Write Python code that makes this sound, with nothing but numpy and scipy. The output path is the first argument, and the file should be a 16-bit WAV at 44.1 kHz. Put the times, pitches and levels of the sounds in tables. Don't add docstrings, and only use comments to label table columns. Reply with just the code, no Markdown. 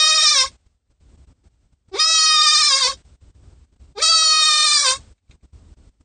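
import sys
import numpy as np
from scipy import signal
from scipy.fft import rfft, irfft
from scipy.io import wavfile
from scipy.ndimage import uniform_filter1d, minimum_filter1d

SR = 44100
rng = np.random.default_rng(int(sys.argv[2]) if len(sys.argv) > 2 else 0)


def int16_out(signal):
    q = np.round(np.clip(np.atleast_2d(signal).T, -1, 1) * 32767)
    wavfile.write(sys.argv[1], SR, q.astype(np.int16))


def magnitude_from_level(level_db):
    exponent = np.asarray(level_db, float) / 20
    return 10 ** exponent


N = 266364

# (opens [s], shuts [s], rumble level [dB])
GATE_OPENINGS = [(0.5, 0.566, -51.5), (0.661, 0.673, -50.5), (0.899, 0.926, -54), (1.002, 1.097, -51),
                 (1.089, 1.165, -47.5), (1.171, 1.254, -48), (1.27, 1.33, -47.5), (1.437, 1.485, -49),
                 (1.725, 1.738, -48.5), (1.88, 1.906, -49), (2.951, 3.022, -51), (3.048, 3.162, -49),
                 (3.209, 3.314, -48), (3.345, 3.442, -49.5), (3.424, 3.544, -45.5), (3.546, 3.656, -49.5),
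                 (3.721, 3.746, -52), (3.761, 3.769, -47), (3.796, 3.866, -45.5), (3.869, 3.93, -49),
                 (4.995, 5.063, -48.5), (5.064, 5.133, -47), (5.291, 5.36, -47.5), (5.427, 5.462, -46.5),
                 (5.527, 5.605, -44), (5.601, 5.673, -47.5), (5.673, 5.746, -45.5), (5.766, 5.843, -48.5),
                 (5.834, 5.898, -46.5), (6.004, 6.019, -45)]
# (frequency [Hz], level [dB per Hz])
RUMBLE_COLOUR = [(15, -49.5), (25, -17.5), (43, -8), (64, -3.5), (151, -22), (199, -25), (257, -25),
                 (310, -27.5), (743, -42), (1500, -47.5), (1950, -77.5), (3300, -120)]
# (frequency [Hz], level [dB per Hz])
HISS_COLOUR = [(500, -2), (1500, -8), (3500, -8.5), (5000, -9), (7000, -10), (8900, -3.5), (9500, -20)]
# (time [s], peak level [dB])
HOOF_TAPS = [
    (5.1794, -60),
    (5.2794, -65),
    (5.3097, -38.5),
    (5.4094, -63),
]
# (frequency [Hz], width [Hz], level [dB])
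LEATHER_MODES = [(2280, 460, -2), (2635, 370, -5), (3720, 550, -6), (6320, 1300, -15)]
# (time [s], pitch [Hz], effort [dB], roughness [0-1], mouth resonance [Hz])
OPEN_CRIES = [
    [(0, 621, -13.5, .11, 5200), (.19, 617.3, -15, 0.2, 5300), (.29, 590, -12.5, 0.2, 5600),
     (.33, 582.5, -17, .24, 5600), (.385, 531, -13, .22, 5400), (.415, 518.4, -15.5, 0.3, 5494)],
    [(2.0, 604.7, -13.5, .18, 4953), (2.06, 644.7, -16, 0.02, 5000), (2.16, 639, -14.5, .07, 4705),
     (2.44, 606.4, -14, .11, 4900), (2.66, 588.5, -15, .26, 5300), (2.73, 536, -14, 0.2, 4864),
     (2.795, 546.1, -19.5, 0.4, 4585), (2.85, 499.6, -13.5, .12, 4550), (2.872, 503.1, -18, 0.2, 4455)],
    [(4.03, 626, -9, .2, 4630), (4.11, 648.5, -12.5, .05, 4587), (4.3, 632.7, -15.5, .06, 4590),
     (4.5, 612, -12.5, .1, 4460), (4.7, 593.1, -12.5, .22, 4407), (4.8, 570.7, -9.5, .2, 4930),
     (4.835, 570.8, -18, 0.3, 4730), (4.87, 504, -12, 0.3, 4630), (4.905, 522.8, -13.5, 0.3, 4816)],
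]
# (start [s], pitch [Hz])
LEAD_HUMS = [
    None,
    (1.916, 380),
    (3.952, 410),
]
# (first partial [dB], second partial [dB], top partials [dB])
HEAD_FACING = [
    (8.5, -1, -5.5),
    (-2.5, 2, -4),
    (4, 1.5, -.5),
]
# (top [s], lift [Hz], catch depth [dB])
QUAVER_JERKS = [(.091, 16, 1.5), (.154, 14, 5), (.232, 30, 13.5), (.316, 25, 18.5), (2.0, 18, 1.5),
                (2.098, 2.6, 8.5), (2.336, 9.8, 0.5), (2.441, 12, 3), (2.52, 24, 12.5), (2.592, 34, 10.5),
                (2.672, 18, 7.5), (2.808, 6.6, 15), (2.887, 45, 2), (4.03, 25, 1.5), (4.095, 15, 2),
                (4.465, 7.3, 9.5), (4.592, 8, 1), (4.644, 22, 6.5), (4.719, 11, 5), (4.759, 9, 10.5),
                (4.828, 10, 6)]
# (frequency [Hz], level [dB])
THROAT_COLOUR = [(1000, -14), (1550, -13.5), (1900, -17), (2500, -9), (2850, -18.5), (3150, -12.5),
                 (3700, -5.5), (4500, -11), (5600, -6), (6400, -16.5), (7200, -13.5), (7900, -23.5),
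                 (8800, -6), (9700, -8.5)]
# (pitch [Hz], level [dB])
CHEST_LEVEL = [(500, -32.5), (545, -41), (590, -50.5), (620, -53), (660, -43)]
# (frequency [Hz], level [dB])
BREATH_COLOUR = [(60, -37.5), (150, -5.5), (300, -8.5), (750, -2.5), (1000, -0.5), (1600, 4), (2000, -28.5)]

CUTOFF_HZ = 10100
HUM_DB, RELEASE_KNEE_DB = -34, -34


def rms_one(x):
    return x / np.sqrt(np.mean(x ** 2) + 1e-20)


def in_time(tables):
    s, *columns = np.concatenate(tables).T
    return [np.interp(np.arange(N) / SR, s, c) for c in columns]


def at_hz(points, hz):
    point_hz, level_db = np.array(points).T
    return np.interp(np.log(np.maximum(hz, 1)), np.log(point_hz), level_db)


def drift(rate_hz):
    r = np.exp(-2 * np.pi * rate_hz / SR)
    noise = rng.standard_normal(N + SR // 2)
    return rms_one(signal.lfilter([1], [1, -2 * r, r * r], noise)[SR // 2:])


def coloured(spectrum):
    hz = np.fft.rfftfreq(N, 1 / SR)
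    return rms_one(irfft(rfft(rng.standard_normal(N)) * magnitude_from_level(at_hz(spectrum, hz)), N))


def road():
    t = np.arange(N) / SR
    shut_db, hiss_base_db, hiss_follows = -66.5, -80.5, 0.75
    level_db = shut_db + 2.8 * drift(8)
    for opens, shuts, rumble_db in GATE_OPENINGS:
        level_db[(t >= opens) & (t < shuts)] = rumble_db
    cries = whole_cries()
    ducking = []
    for rows in cries:
        start, end = rows[[0, -1], 0]
        ducking.append([(start, -52.5), (start + 0.2, -59), (end - 0.15, -59), (end, -43)])
    ducked_db = 4 * drift(5) + in_time(ducking)[0]
    level_db = uniform_filter1d(np.where(sounding(), ducked_db, level_db), size=SR // 80)
    rumble = coloured(RUMBLE_COLOUR)
    swell = np.sqrt(uniform_filter1d(rumble ** 2, size=SR // 12))
    rumble = rumble / swell ** .8
    hiss_db = hiss_base_db + hiss_follows * (level_db - shut_db)
    for rows in cries:
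        since = t - rows[-1][0]
        hiss_db += 13.5 * np.exp(-np.abs(since) / 0.094) * (since > 0)
    hiss = coloured([(100, -29)] + HISS_COLOUR + [(10500, -61.0)])
    return magnitude_from_level(level_db) * rumble + magnitude_from_level(hiss_db) * hiss


def taps():
    t, scuff = np.arange(N) / SR, np.zeros(N)
    for s, peak_db in HOOF_TAPS:
        scuff += magnitude_from_level(peak_db + 2.5 - 60 * np.abs(t - s) / 0.054) * (t >= s)
    scuff = scuff * rng.standard_normal(N) + 1e-18
    out = 0
    for hz, width_hz, level_db in LEATHER_MODES:
        out = out + magnitude_from_level(level_db) * signal.lfilter(*signal.iirpeak(hz, hz / width_hz, fs=SR), scuff)
    return out


def cabin(x):
    t60_s, echo_db = .075, -5
    t = np.arange(int(.3 * SR)) / SR
    tail = rng.standard_normal(len(t)) * magnitude_from_level(-60 * t / t60_s) * (t > .0015)
    return x + magnitude_from_level(echo_db) * signal.fftconvolve(x, tail / np.linalg.norm(tail))[:N]


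def whole_cries():
    attack_s, hum_rough, silent_db = 0.028, 0.34, -67
    lead_s, swoop_s, reach, swoop_db, swoop_rough = .05, .026, .92, -30, 0.59
    opening_s = .014
    release_s, knee_s, rise_hz, release_rough = .1, .062, 44.97, .55
    out = []
    for rows, hum, facing in zip(OPEN_CRIES, LEAD_HUMS, HEAD_FACING):
        opens, high, _, _, mouth = rows[0]
        ends, low, _, _, last_mouth = rows[-1]
        lead = []
        if hum is not None:
            starts, hum_hz = hum
            lead = [
                (starts, hum_hz, silent_db, hum_rough, mouth, 1),
                (starts + attack_s, hum_hz, HUM_DB, hum_rough, mouth, 1),
                (opens - lead_s, hum_hz, HUM_DB + 1.0, hum_rough, mouth, 1),
                (opens - lead_s + swoop_s, reach * high, swoop_db, swoop_rough, mouth, 1),
                (opens - opening_s, (1 + reach) / 2 * high, swoop_db + 3.0, swoop_rough, mouth, 1)]
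        cry = [(*row, 0) for row in rows]
        tail = [(ends + knee_s, low + rise_hz / 2, RELEASE_KNEE_DB, release_rough, last_mouth, 0),
                (ends + release_s, low + rise_hz, silent_db, release_rough, last_mouth, 0)]
        out.append(np.array([(*row, *facing) for row in lead + cry + tail]))
    return out


def sounding():
    t = np.arange(N) / SR
    return sum((t >= rows[0][0]) & (t < rows[-1][0]) for rows in whole_cries())


def quaver(pitch):
    t = np.arange(N) / SR
    jerk_s, sag_s, catch_s = 0.021, .04, 0.014
    catch_db = 0
    for s, lift_hz, depth_db in QUAVER_JERKS:
        jerk = np.interp(t, [s - jerk_s, s, s + sag_s], [0, 1, 0])
        pitch = pitch + lift_hz * np.sin(np.pi / 2 * jerk) ** 2
        catch_db = catch_db + depth_db * np.interp(t, [s - jerk_s - catch_s, s - jerk_s, s], [0, 1, 0])
    return pitch, catch_db


def low_partials(pitch, upper_db, shut, first_lift_db, second_lift_db, catch_db):
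    t = np.arange(N) / SR
    open_db = at_hz(CHEST_LEVEL, pitch) + first_lift_db * np.interp(pitch, [540, 585], [0, 1])
    open_db += 1.2 * np.minimum(upper_db + 25, 0)
    nose_db = -26.5 - 0.05 * (pitch - 400) + .65 * np.minimum(upper_db - HUM_DB, 0)
    first_db = shut * nose_db + (1 - shut) * open_db - 0.31 * catch_db
    lingering_db = np.maximum(upper_db, np.interp(t - 0.023, t, upper_db))
    second_db = -26 + second_lift_db + 0.62 * (lingering_db - upper_db.max()) - catch_db
    second_db += 0.0572 * np.maximum(580 - pitch, 0) * (1 - shut)
    second_db += 3.3 * np.minimum(upper_db - RELEASE_KNEE_DB - 4.0, 0) * (1 - shut)
    return first_db, second_db


def upper_partials(pitch, phase, rough, mouth_hz, shut, top_db):
    mouth_width_hz, shut_db_per_octave = 180, -6.5
    mouth_db = 14 - 25.5 * rough
    top_db = top_db + 20.5 * np.minimum(rough, .25) * (1 - shut)
    upper, power = np.zeros(N), 1e-12
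    flicker = [0.44 * drift(16) + 5.2 * rough * drift(120) for _ in range(11)]
    start = rng.uniform(0, 2 * np.pi, 25)
    for k in range(3, 25):
        hz = k * pitch
        ring_db = mouth_db * np.exp(-.5 * ((hz - mouth_hz) / mouth_width_hz) ** 2)
        ring_db += top_db * np.clip(hz / 6670 - 1, 0, .15) / 0.12
        ring_db += shut * shut_db_per_octave * np.log2(k)
        gain = magnitude_from_level(at_hz(THROAT_COLOUR, hz) + ring_db + 2.9 * flicker[k % 11]) * (hz < CUTOFF_HZ)
        upper += gain * np.sin(k * phase + start[k])
        power = power + gain ** 2 / 2
    return upper / np.sqrt(power) * (1 + .05 * np.cos(phase / 2))


def throat_air(phase):
    dip_hz, dip_width_hz = 2150, 500
    bright = [(hz, db + 10 * (hz > 6000)) for hz, db in THROAT_COLOUR]
    air = coloured([(700, -39.5)] + bright + [(10500, -69.5)]) * (1 + 0.55 * np.cos(phase))
    air = signal.lfilter(*signal.iirnotch(dip_hz, dip_hz / dip_width_hz, fs=SR), air)
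    return air * magnitude_from_level(3.5 * drift(15))


def bleat():
    pitch, upper_db, rough, mouth_hz, shut, *facing, top_db = in_time(whole_cries())
    pitch, catch_db = quaver(pitch)
    rough = np.clip(rough + .003 * catch_db, 0, 1)
    first_db, second_db = low_partials(pitch, upper_db, shut, *facing, catch_db)
    pitch = pitch * (1 + 0.0039 * drift(40) + 0.056 * rough ** 1.3 * drift(170))
    phase = 2 * np.pi * np.cumsum(pitch) / SR
    upper = upper_partials(pitch, phase, rough, mouth_hz, shut, top_db)
    air_share = np.clip(.025 + .8 * rough ** 1.8, 0, 1)
    voice = magnitude_from_level(upper_db) * (np.sqrt(1 - air_share ** 2) * upper + air_share * throat_air(phase))
    voice += np.sqrt(2) * magnitude_from_level(first_db + 3.3 * drift(18)) * np.sin(phase)
    voice += np.sqrt(2) * magnitude_from_level(second_db + 2.5 * drift(40)) * np.sin(2 * phase + 1)
    voice += magnitude_from_level(upper_db - 35) * coloured(BREATH_COLOUR)
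    return voice * uniform_filter1d(sounding() * 1., size=SR // 150)


def scene():
    notch_hz, notch_width_hz = 2850, 300
    near = cabin(bleat() + taps())
    near = signal.lfilter(*signal.iirnotch(notch_hz, notch_hz / notch_width_hz, fs=SR), near)
    return (near + road())[None, :]


def limited(x):
    ceiling_db, release_db_per_s = -4.5, 304.5
    slope = release_db_per_s * np.arange(N) / SR
    over_db = np.maximum(20 * np.log10(np.abs(x[0]) + 1e-9) - ceiling_db, 0)
    held_db = np.maximum.accumulate(over_db + slope) - slope
    return x * magnitude_from_level(-.7 * uniform_filter1d(held_db, size=SR // 400))


def thinned(x):
    mask_db, spread_db, top_mask_db = 21, 5, 21
    hz, _, frames = signal.stft(x[0], SR, nperseg=2048, noverlap=1536)
    width = 8
    bands = frames[:-1].reshape(-1, width, frames.shape[1])
    band_db = 10 * np.log10(np.mean(np.abs(bands) ** 2, axis=1) + 1e-20)
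    centre_hz = hz[width // 2::width][:len(band_db), None]
    neighbours_db = -minimum_filter1d(-band_db, size=7, axis=0)
    luck_db = spread_db * uniform_filter1d(rng.standard_normal(band_db.shape), size=9, axis=1) * 3
    floor_db = neighbours_db - mask_db - 10 * (centre_hz < 1750) + luck_db
    masked = (band_db < floor_db) & (centre_hz > 650)
    body_db = band_db[8:48].max(axis=0)
    top_floor_db = body_db - top_mask_db + 14 * (centre_hz > 9200) + luck_db
    masked |= (band_db < top_floor_db) & (centre_hz > 8400)
    frames[:-1] = (bands * np.where(masked, .01, 1)[:, None, :]).reshape(-1, frames.shape[1])
    return signal.istft(frames, SR, nperseg=2048, noverlap=1536)[1][None, :N]


def roll_off(x):
    return signal.sosfilt(signal.butter(12, 9790, fs=SR, output="sos"), x)


def record(dry):
    low_pass = signal.cheby2(12, 70, CUTOFF_HZ, fs=SR, output="sos")
    mix = signal.sosfilt(low_pass, thinned(limited(dry)))
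    return roll_off(mix)


dry = scene()
out = record(dry)
int16_out(out)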